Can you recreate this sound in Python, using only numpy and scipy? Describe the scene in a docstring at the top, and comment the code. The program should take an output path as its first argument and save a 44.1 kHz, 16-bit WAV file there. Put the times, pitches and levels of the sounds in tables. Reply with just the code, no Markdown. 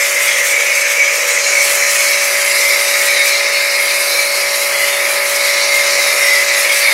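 """A swishing, spattering roar of spray over a steady hum: a pressure washer foams a car's engine bay.
Air drawn into the foam nozzle roars in a resonance near 2 kHz, the fan of foam hisses, and drops spatter
whenever the jet strikes bare metal. Echoes from the bonnet and panels shift as the lance sweeps, so
the hiss swishes. Underneath, the pump hums and air and water rush. Outdoors, one close microphone."""
import sys
import numpy as np
from scipy import signal
from scipy.fft import rfft, irfft, next_fast_len
from scipy.io import wavfile
from scipy.ndimage import uniform_filter1d, minimum_filter1d, map_coordinates

SR = 44100
rng = np.random.default_rng(int(sys.argv[2]) if len(sys.argv) > 2 else 0)


def wav_out(sig):
    """Save sig, one row per channel (or a flat mono array), as 16-bit PCM at SR to the path in sys.argv[1]."""
    wavfile.write(sys.argv[1], SR, np.round(np.clip(np.atleast_2d(sig).T, -1, 1) * 32767).astype(np.int16))


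N = 305613

# level ride of the foam fan: t/s, hollow ring under the bonnet/dB, hiss on the panels/dB
FAN_RIDE = [(0, -26, -20.5), (.6, -27.5, -20.5), (1.2, -28, -21), (1.6, -23.5, -18), (2, -25, -18.5),
            (2.45, -23, -23), (2.7, -21.5, -20), (3.2, -20.5, -22.5), (3.65, -20, -25.5), (4.2, -21.5, -26),
            (4.75, -22, -24.5), (5.2, -24.5, -27.5), (5.4, -21.5, -23), (6.15, -20, -22),
            (6.7, -22.5, -23.5), (6.93, -19, -25.5)]


def nozzle(sputter_db=0.5, core_width_hz=65, core_db=-3.5, surge_db=0.4, wander_hz=40, trim_db=-1):
    """Air and soap sputter through the nozzle: a broad roar whose narrow core wanders with the mixture."""
    # ride of the roar and its resonance: t/s, level/dB, f/Hz
    ride = [(0, -13, 2130), (.2, -14, 2060), (.58, -14.5, 2243), (1.05, -13.5, 2260), (1.55, -15, 2214),
            (2, -15.5, 2242), (2.65, -15, 2100), (3.15, -14.5, 2210), (3.65, -15, 2113), (4.3, -19, 2248),
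            (4.84, -17, 2088), (5.1, -16.5, 2244), (5.8, -16.5, 2128), (6.15, -14.5, 2160),
            (6.35, -14.5, 2030), (6.93, -13, 2166)]
    # uneven foam chokes the nozzle for a moment: t/s, length/s, dip/dB
    chokes = [(0.115, 0.12, 2.5), (1.177, 0.092, 3), (1.425, .06, 5.5), (4.952, 0.026, 6), (5.29, 0.045, 5)]
    # colour of the broad roar: f/Hz, level/dB
    throat_colour = [(300, -90), (700, -39), (1200, -17.5), (1520, -14.5), (1800, -4.5), (2030, -0.5),
                     (2180, -0.5), (2350, 0), (2550, -5), (2900, -15), (3400, -54), (5000, -54)]
    roar_db, centre_hz = curves(ride)
    choke_db = sum(dip * passage(s, length) for s, length, dip in chokes)
    roar_db = roar_db + surge_db * wobble(24) - choke_db
    phase = 2 * np.pi * np.cumsum(centre_hz + wander_hz * wobble(15)) / SR
    eddies = [filtered(rng.standard_normal(N), lambda hz: ring(hz, core_width_hz)) for _ in range(2)]
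    core = unit(eddies[0] * np.cos(phase) + eddies[1] * np.sin(phase))
    roar = patchy(noise(throat_colour), depth_db=2.0, size=(2, 11)) + amp(core_db) * core
    return amp(roar_db + trim_db) * unit(roar * amp(sputter_db * wobble(130)))


def foam_fan(flutter_db=0.96, sway_db=0.64, stray_splash_db=-29.5):
    """The sheet of foam breaks up and hisses, rings hollow under the bonnet and splashes on edges."""
    # colours of the three layers: f/Hz, level/dB
    hollow_colour = [(500, -90), (2500, -39), (3300, -21), (3650, -1.5), (4000, 3), (4500, 0.5), (5200, 1),
                     (5900, -4), (7000, -30), (10000, -40)]
    hiss_colour = [(150, -59), (1000, -8), (2600, 3.5), (3400, -15), (4400, -18), (5300, 4.5), (6300, 6.5),
                   (7500, 3), (8500, -2), (10000, -10), (15000, -25)]
    splash_colour = [(400, -44), (1500, -4.5), (2500, 4), (2950, 6), (3400, 5.5), (3900, 1), (5000, -35),
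                     (9000, -50)]
    # the jet splashes over a close edge: t/s, length/s, level/dB
    edges = [(.05, 0.11, -33), (.31, 0.23, -27), (.55, .14, -28), (.91, 0.061, -25), (1.16, 0.035, -39),
             (1.52, .04, -32), (1.68, 0.078, -24), (2.015, 0.035, -23), (2.4, .2, -34), (3.045, 0.039, -21),
             (3.91, 0.042, -30), (4.85, 0.28, -26.5), (5.68, .08, -39), (6.3, 0.14, -28),
             (6.71, 0.066, -26)]
    hollow_db, hiss_db = curves(FAN_RIDE)
    hollow = amp(hollow_db + sway_db * wobble(18)) * noise(hollow_colour)
    hiss = amp(hiss_db + sway_db * wobble(18)) * noise(hiss_colour)
    # the rim of the fan always catches some edge
    splash = np.hypot(amp(stray_splash_db), passages(edges)) * noise(splash_colour)
    sheet = patchy(hollow + hiss + splash, depth_db=2.2, size=(3, 13))
    return sheet * amp(flutter_db * wobble(70))


def drops(clump_db=0.55, sway_db=0.77, stray_spatter_db=-27, fizz_re_strike_db=-9):
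    """Foam fizzes where it lands; on bare metal, harder drops spatter and throw up more fizz."""
    # foam landing on the engine: t/s, level/dB
    fizz_ride = [(0, -25), (.4, -28.5), (.7, -31), (1.5, -31), (1.68, -22), (1.85, -27), (2.3, -24.5),
                 (2.55, -21.5), (3.05, -23.5), (3.6, -28.5), (3.95, -22.5), (4.35, -24), (4.8, -23.5),
                 (5.45, -25.5), (5.62, -27), (6.2, -21), (6.48, -26), (6.93, -22)]
    # the jet strikes bare metal: t/s, length/s, level/dB
    strikes = [(.08, 0.16, -25), (.245, .07, -20), (.39, 0.036, -24), (.48, .1, -22.5), (.78, .08, -24),
               (.91, 0.05, -23), (1.16, 0.031, -23), (1.3, .06, -23), (1.64, 0.047, -20), (1.735, .09, -21),
               (1.97, 0.14, -19), (2.09, 0.08, -25), (2.25, .07, -21), (2.43, .07, -37), (3.02, .13, -20),
               (3.275, 0.054, -19), (3.4, 0.039, -34), (3.87, .1, -30), (4.06, .13, -25),
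               (4.61, 0.029, -27), (4.83, 0.17, -24.5), (5.13, 0.12, -25), (5.33, .1, -25),
               (5.48, 0.095, -29), (5.76, 0.054, -22), (6.03, 0.072, -22), (6.27, 0.049, -25),
               (6.62, 0.079, -20), (6.77, .12, -18.5)]
    # colours of the fine fizz and the hard spatter: f/Hz, level/dB
    fizz_colour = [(500, -80), (5000, -39), (8000, -7), (9400, 0), (10800, 0), (12000, -3), (13500, -12),
                   (15800, -21)]
    spatter_colour = [(150, -69), (1000, -9.5), (3000, -4), (7000, 0.5), (12500, -3), (14000, -5.5),
                      (15800, -11)]
    fizz_db, = curves(fizz_ride)
    strike = passages(strikes)
    fizz_gain = np.hypot(amp(fizz_db), amp(fizz_re_strike_db) * strike)
    spatter_gain = np.hypot(amp(stray_spatter_db), strike)  # some drops always miss the foam
    fizz = fizz_gain * coloured(impacts(per_second=10000, spread_db=0.5), fizz_colour)
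    spatter = spatter_gain * coloured(impacts(per_second=6000, spread_db=-1.0), spatter_colour)
    return patchy(fizz + spatter, depth_db=1.4) * amp(clump_db * wobble(60) + sway_db * wobble(14))


def impacts(per_second, spread_db):
    """Tiny drops of many sizes land at random, one click each."""
    landed = rng.random(N) < per_second / SR
    size = amp(spread_db * np.minimum(rng.standard_normal(N), 2))
    return unit(landed * rng.uniform(-0.78, 1, N) * size)


def flares(width_share=0.022, steadiness=0.42):
    """As the jet sweeps over gaps and edges, narrow whistles swell out of the hiss and fade again."""
    # the prominent whistles: t/s, f/Hz, level/dB, length/s
    cues = [(0.205, 2050, -21.5, 0.082), (.33, 3330, -28, 0.075), (0.559, 2280, -14, 0.067),
            (.78, 6160, -28, .07), (1.03, 6050, -23, .06), (1.054, 2258, -12.5, 0.068),
            (1.328, 6850, -24, .05), (1.369, 2190, -19.5, 0.053), (1.559, 2250, -14.5, .05),
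            (1.615, 2230, -15, 0.034), (1.832, 2290, -17, .06), (2.114, 2240, -16, 0.087),
            (2.658, 2063, -17.5, .2), (3.112, 2316, -14, .035), (3.202, 3740, -22, 0.063),
            (3.205, 2192, -14, 0.028), (3.33, 4140, -24, 0.05), (3.78, 2161, -16.5, 0.081),
            (4.166, 4090, -24, .14), (4.198, 2306, -19, 0.12), (4.425, 2290, -24, .071),
            (4.83, 2030, -21, 0.14), (4.861, 2920, -27.5, .1), (4.952, 3600, -28, 0.084),
            (5.597, 4010, -24, 0.098), (5.755, 2098, -15, 0.092), (6.279, 5490, -22.5, 0.15),
            (6.322, 2016, -13, 0.14), (6.827, 4600, -20, 0.038), (6.877, 2245, -12.5, 0.037),
            (6.912, 3675, -22.5, 0.1)]
    out = np.zeros(N + SR)
    t = np.arange(-SR // 4, SR // 4) / SR
    coarse = np.linspace(t[0], t[-1], 2048)
    offset_hz = np.fft.fftfreq(len(coarse), coarse[1] - coarse[0])
    taper = signal.windows.tukey(len(coarse))
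    for s, hz, db, length in cues + lesser_flares():
        eddies = rng.standard_normal(len(coarse)) + 1j * rng.standard_normal(len(coarse))
        drive = np.fft.ifft(eddies * ring(offset_hz, width_share * hz))
        drive /= np.abs(drive) ** steadiness  # the whistle saturates, which steadies its level
        swell = taper * 2 ** (-2 * (coarse / length) ** 2)  # half power at both ends of its length
        drive *= amp(db) * swell / np.sqrt(np.mean(np.abs(drive) ** 2) / 2)
        whistle = np.real(np.interp(t, coarse, drive) * np.exp(2j * np.pi * hz * t))
        out[max(round(s * SR), 0):][:len(t)] += whistle
    return out[SR // 4:][:N]


def lesser_flares(per_second=8.3, low_hz=3750, high_hz=5735, re_fan_db=-9.5, length_s=0.073):
    """Cues for faint random whistles that follow the fan's level: t/s, f/Hz, level/dB, length/s."""
    times, hollow_db, hiss_db = np.transpose(FAN_RIDE)
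    when, pitch, stretch = rng.random((round(per_second * N / SR), 3)).T
    s = when * N / SR
    hz = low_hz * (high_hz / low_hz) ** pitch
    is_low = hz < (low_hz + high_hz) / 2
    fan_db = np.where(is_low, np.interp(s, times, hollow_db), np.interp(s, times, hiss_db))
    return list(zip(s, hz, fan_db + re_fan_db, length_s * (.5 + stretch)))


def radiator_fins(flutter_db=.8):
    """Thin metal fins slice the jet into a bright, spitting sizzle."""
    # the jet rakes the fins: t/s, length/s, level/dB
    rakes = [(.25, .08, -27), (.49, .1, -25), (.79, 0.097, -26), (1.16, .04, -26), (1.33, 0.08, -23),
             (1.66, 0.26, -24), (1.98, .2, -24)]
    # colour of the sizzle: f/Hz, level/dB
    sizzle_colour = [(2000, -60), (5000, -14), (6300, -1), (7200, -3), (8500, 3), (10500, -18),
                     (15000, -40)]
    return passages(rakes) * patchy(noise(sizzle_colour), depth_db=3.5) * amp(flutter_db * wobble(70))


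def moving_echoes(x, echo, nearest_s, farthest_s, sweep_s=0.000242, count=4):
    """Echo paths off nearby surfaces change as the lance moves, sliding ripples through the spray."""
    heard, now = x.copy(), np.arange(N)
    for delay in np.geomspace(nearest_s, farthest_s, count):
        lag = SR * (delay + sweep_s * wobble(3))
        heard += echo * np.interp(now - lag, now, x, left=0)
    return heard / np.sqrt(1 + count * echo ** 2)


def panel_notch(x, width_hz=180):
    """The echo off the nearest panel cancels one band of the spray, which slides as the lance moves."""
    # path of the notch: t/s, f/Hz, depth/dB (negative lifts the band)
    sweep = [(0, 4100, 7), (.7, 4330, 2), (1.2, 3900, -1), (1.9, 3760, 5.5), (2.7, 3407, 1.5),
             (3.6, 3360, 3.5), (4.4, 3420, 4), (4.85, 3803, 16), (5.15, 4400, 0), (5.3, 3438, 0),
             (6.93, 3250, -1)]
    hz, s, bands = signal.stft(x, SR, nperseg=512)
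    times, centre_hz, depth_db = np.transpose(sweep)
    nearness = np.exp(-((hz[:, None] - np.interp(s, times, centre_hz)) / width_hz) ** 2)
    cut_db = np.interp(s, times, depth_db) * nearness
    return signal.istft(bands * amp(-cut_db), SR, nperseg=512)[1][:N]


def pump(shaft_hz=56.705, drift_hz=0.016, shake_turns=0.0011, waver_db=0.18):
    """The pump hums in harmonics of its motor shaft, which shakes a little under the load."""
    # partials of the hum: multiple of the shaft speed, level/dB
    partials = [(3, -54.5), (5, -60.5), (6, -47), (7, -40.6), (8, -59), (9, -40), (10, -23), (11, -32.5),
                (12, -48.1), (13, -43.5), (14, -46.5), (15, -38.5), (16, -44), (17, -41), (18, -36),
                (19, -53), (20, -37), (21, -50), (22, -33.5), (23, -37), (24, -61), (25, -41), (28, -40),
                (29, -44.1), (30, -37)]
    # how much hum reaches the microphone: t/s, gain/dB
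    ride = [(0, -1.5), (.8, -2.5), (1.75, 0.5), (3.26, 0.7), (3.88, 0), (4.57, 0.9), (5.9, 2.6),
            (6.93, -0.2)]
    reach_db, = curves(ride)
    turns = np.cumsum(shaft_hz + drift_hz * wobble(3.09)) / SR + shake_turns * wobble(24)
    wavers = [amp(waver_db * wobble(12)) for _ in range(5)]
    hum = np.zeros(N)
    for order, db in partials:
        # the housing smears each stroke over the whole turn, so the pump hums and does not knock
        smear = .19 * order ** 2
        hum += amp(db) * wavers[order % len(wavers)] * np.sin(2 * np.pi * (order * turns - smear))
    return hum * amp(reach_db)


def drumming_and_rush(drum_sway_db=1.4, rush_sway_db=1.7):
    """Sheet metal and plastic drum under the spray; water and the pump's cooling air add a dull rush."""
    # ride of the two beds: t/s, drumming/dB, rush/dB
    ride = [(0, -37, -32), (.95, -32, -39), (1.85, -34, -32), (2.25, -44, -34), (2.9, -37.5, -30.5),
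            (3.5, -41, -33.5), (4, -39, -31.5), (4.9, -39.5, -30.5), (5.5, -44.5, -30.5), (6.2, -32, -28),
            (6.45, -37.5, -33), (6.93, -39, -30)]
    # their colours: f/Hz, level/dB
    drum_colour = [(60, -75), (200, -38), (320, -24), (410, -15.5), (460, -5.5), (505, 2), (560, -2),
                   (680, -12), (1200, -51)]
    rush_colour = [(20, -64), (90, -44), (200, -28), (300, -19.5), (370, -11.5), (500, -7), (620, -2.7),
                   (780, -7), (1050, -6.5), (1400, -5), (2200, -15.1), (5000, -60)]
    drum_db, rush_db = curves(ride)
    drumming = amp(drum_db + drum_sway_db * wobble(10)) * noise(drum_colour)
    rush = amp(rush_db + rush_sway_db * wobble(11)) * noise(rush_colour)
    return drumming + rush


def low_rumble(bump_db=6):
    """A very faint low rumble swells in irregular bumps."""
    # level of the rumble: t/s, level/dB
    ride = [(0, -70), (1.4, -74), (2.4, -71), (3.2, -67), (4, -81), (5.3, -80), (6.2, -68), (6.93, -73)]
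    # colour of the rumble: f/Hz, level/dB
    rumble_colour = [(15, -8), (60, 2), (110, 0), (200, -15), (500, -52)]
    rumble_db, = curves(ride)
    return amp(rumble_db) * unit(noise(rumble_colour) * amp(bump_db * wobble(16)))


def patchy(x, depth_db, size=(4, 15)):
    """Patches of the spray swell and fade on their own; size is their extent in (bands, frames)."""
    bands = signal.stft(x, nperseg=512)[2]
    field = rng.standard_normal(bands.shape)
    for axis in (0, 1, 0, 1):
        field = uniform_filter1d(field, size[axis], axis)
    gain = unit(amp(depth_db * unit(field)))
    return signal.istft(bands * gain, nperseg=512)[1][:N]


def passage(s, length, crossing_s=0.032):
    """Envelope of the jet moving onto a part, staying for its length around time s, and moving off."""
    inside_s = length / 2 - np.abs(np.arange(N) / SR - s)
    return np.clip(.5 + inside_s / crossing_s, 0, 1)


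def passages(rows):
    """Summed envelope of passages given as t/s, length/s, level/dB."""
    return sum(amp(db) * passage(s, length) for s, length, db in rows)


def ring(offset_hz, width_hz, skirt_hz=800):
    """Gain of a narrow resonance at a distance from its centre."""
    return np.exp(-(offset_hz / skirt_hz) ** 2) / (1 + (offset_hz / width_hz) ** 2)


def noise(colour):
    """Noise of the given colour."""
    return coloured(rng.standard_normal(N), colour)


def coloured(x, colour):
    """x through an EQ curve (f/Hz, level/dB), brought to rms 1."""
    f, db = np.transpose(colour)
    return unit(filtered(x, lambda hz: amp(np.interp(np.log(hz + 1), np.log(f), db))))


def filtered(x, response):
    """x through a filter whose gain at each frequency is response(hz)."""
    padded = next_fast_len(N + SR // 4)
    return irfft(rfft(x, padded) * response(np.fft.rfftfreq(padded, 1 / SR)), padded)[:N]


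def wobble(rate):
    """A smooth random curve, rate knots a second."""
    knots = rng.standard_normal(int(N * rate / SR) + 4)
    coarse = np.arange(0, N, 64)
    return np.interp(np.arange(N), coarse, map_coordinates(knots, [coarse * rate / SR]))


def curves(rows):
    """One value per sample for each column after the time."""
    s, *columns = np.transpose(rows)
    return [np.interp(np.arange(N) / SR, s, column) for column in columns]


def amp(db):
    """Decibels to gain."""
    return 10 ** (np.asarray(db) / 20)


def unit(x):
    """x at rms 1."""
    return x / np.sqrt(np.mean(x ** 2) + 1e-20)


def scene():
    """The swishing spray over the pump and the low beds, the same in both channels."""
    # the roar comes back off bonnet, ground and fence, the hiss off parts of the engine bay
    roar = moving_echoes(nozzle(), echo=0.3, nearest_s=.007, farthest_s=.019, count=3)
    hiss = moving_echoes(foam_fan(), echo=0.29, nearest_s=.0024, farthest_s=.009)
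    spray = panel_notch(roar + hiss + radiator_fins() + drops())
    mono = spray + drumming_and_rush() + pump() + low_rumble() + flares()
    return np.array([mono, mono])


def record(dry, ceiling=0.92, ramp_samples=150, top_hz=15780):
    """A limiter ducks the highest peaks, then a steep low-pass cuts the very top."""
    needed = np.minimum(1, ceiling / (np.abs(dry).max(axis=0) + 1e-9))
    gain = uniform_filter1d(minimum_filter1d(needed, 2 * ramp_samples), ramp_samples)
    return np.array([filtered(channel * gain, lambda hz: hz < top_hz) for channel in dry])


dry = scene()
out = record(dry)
wav_out(out)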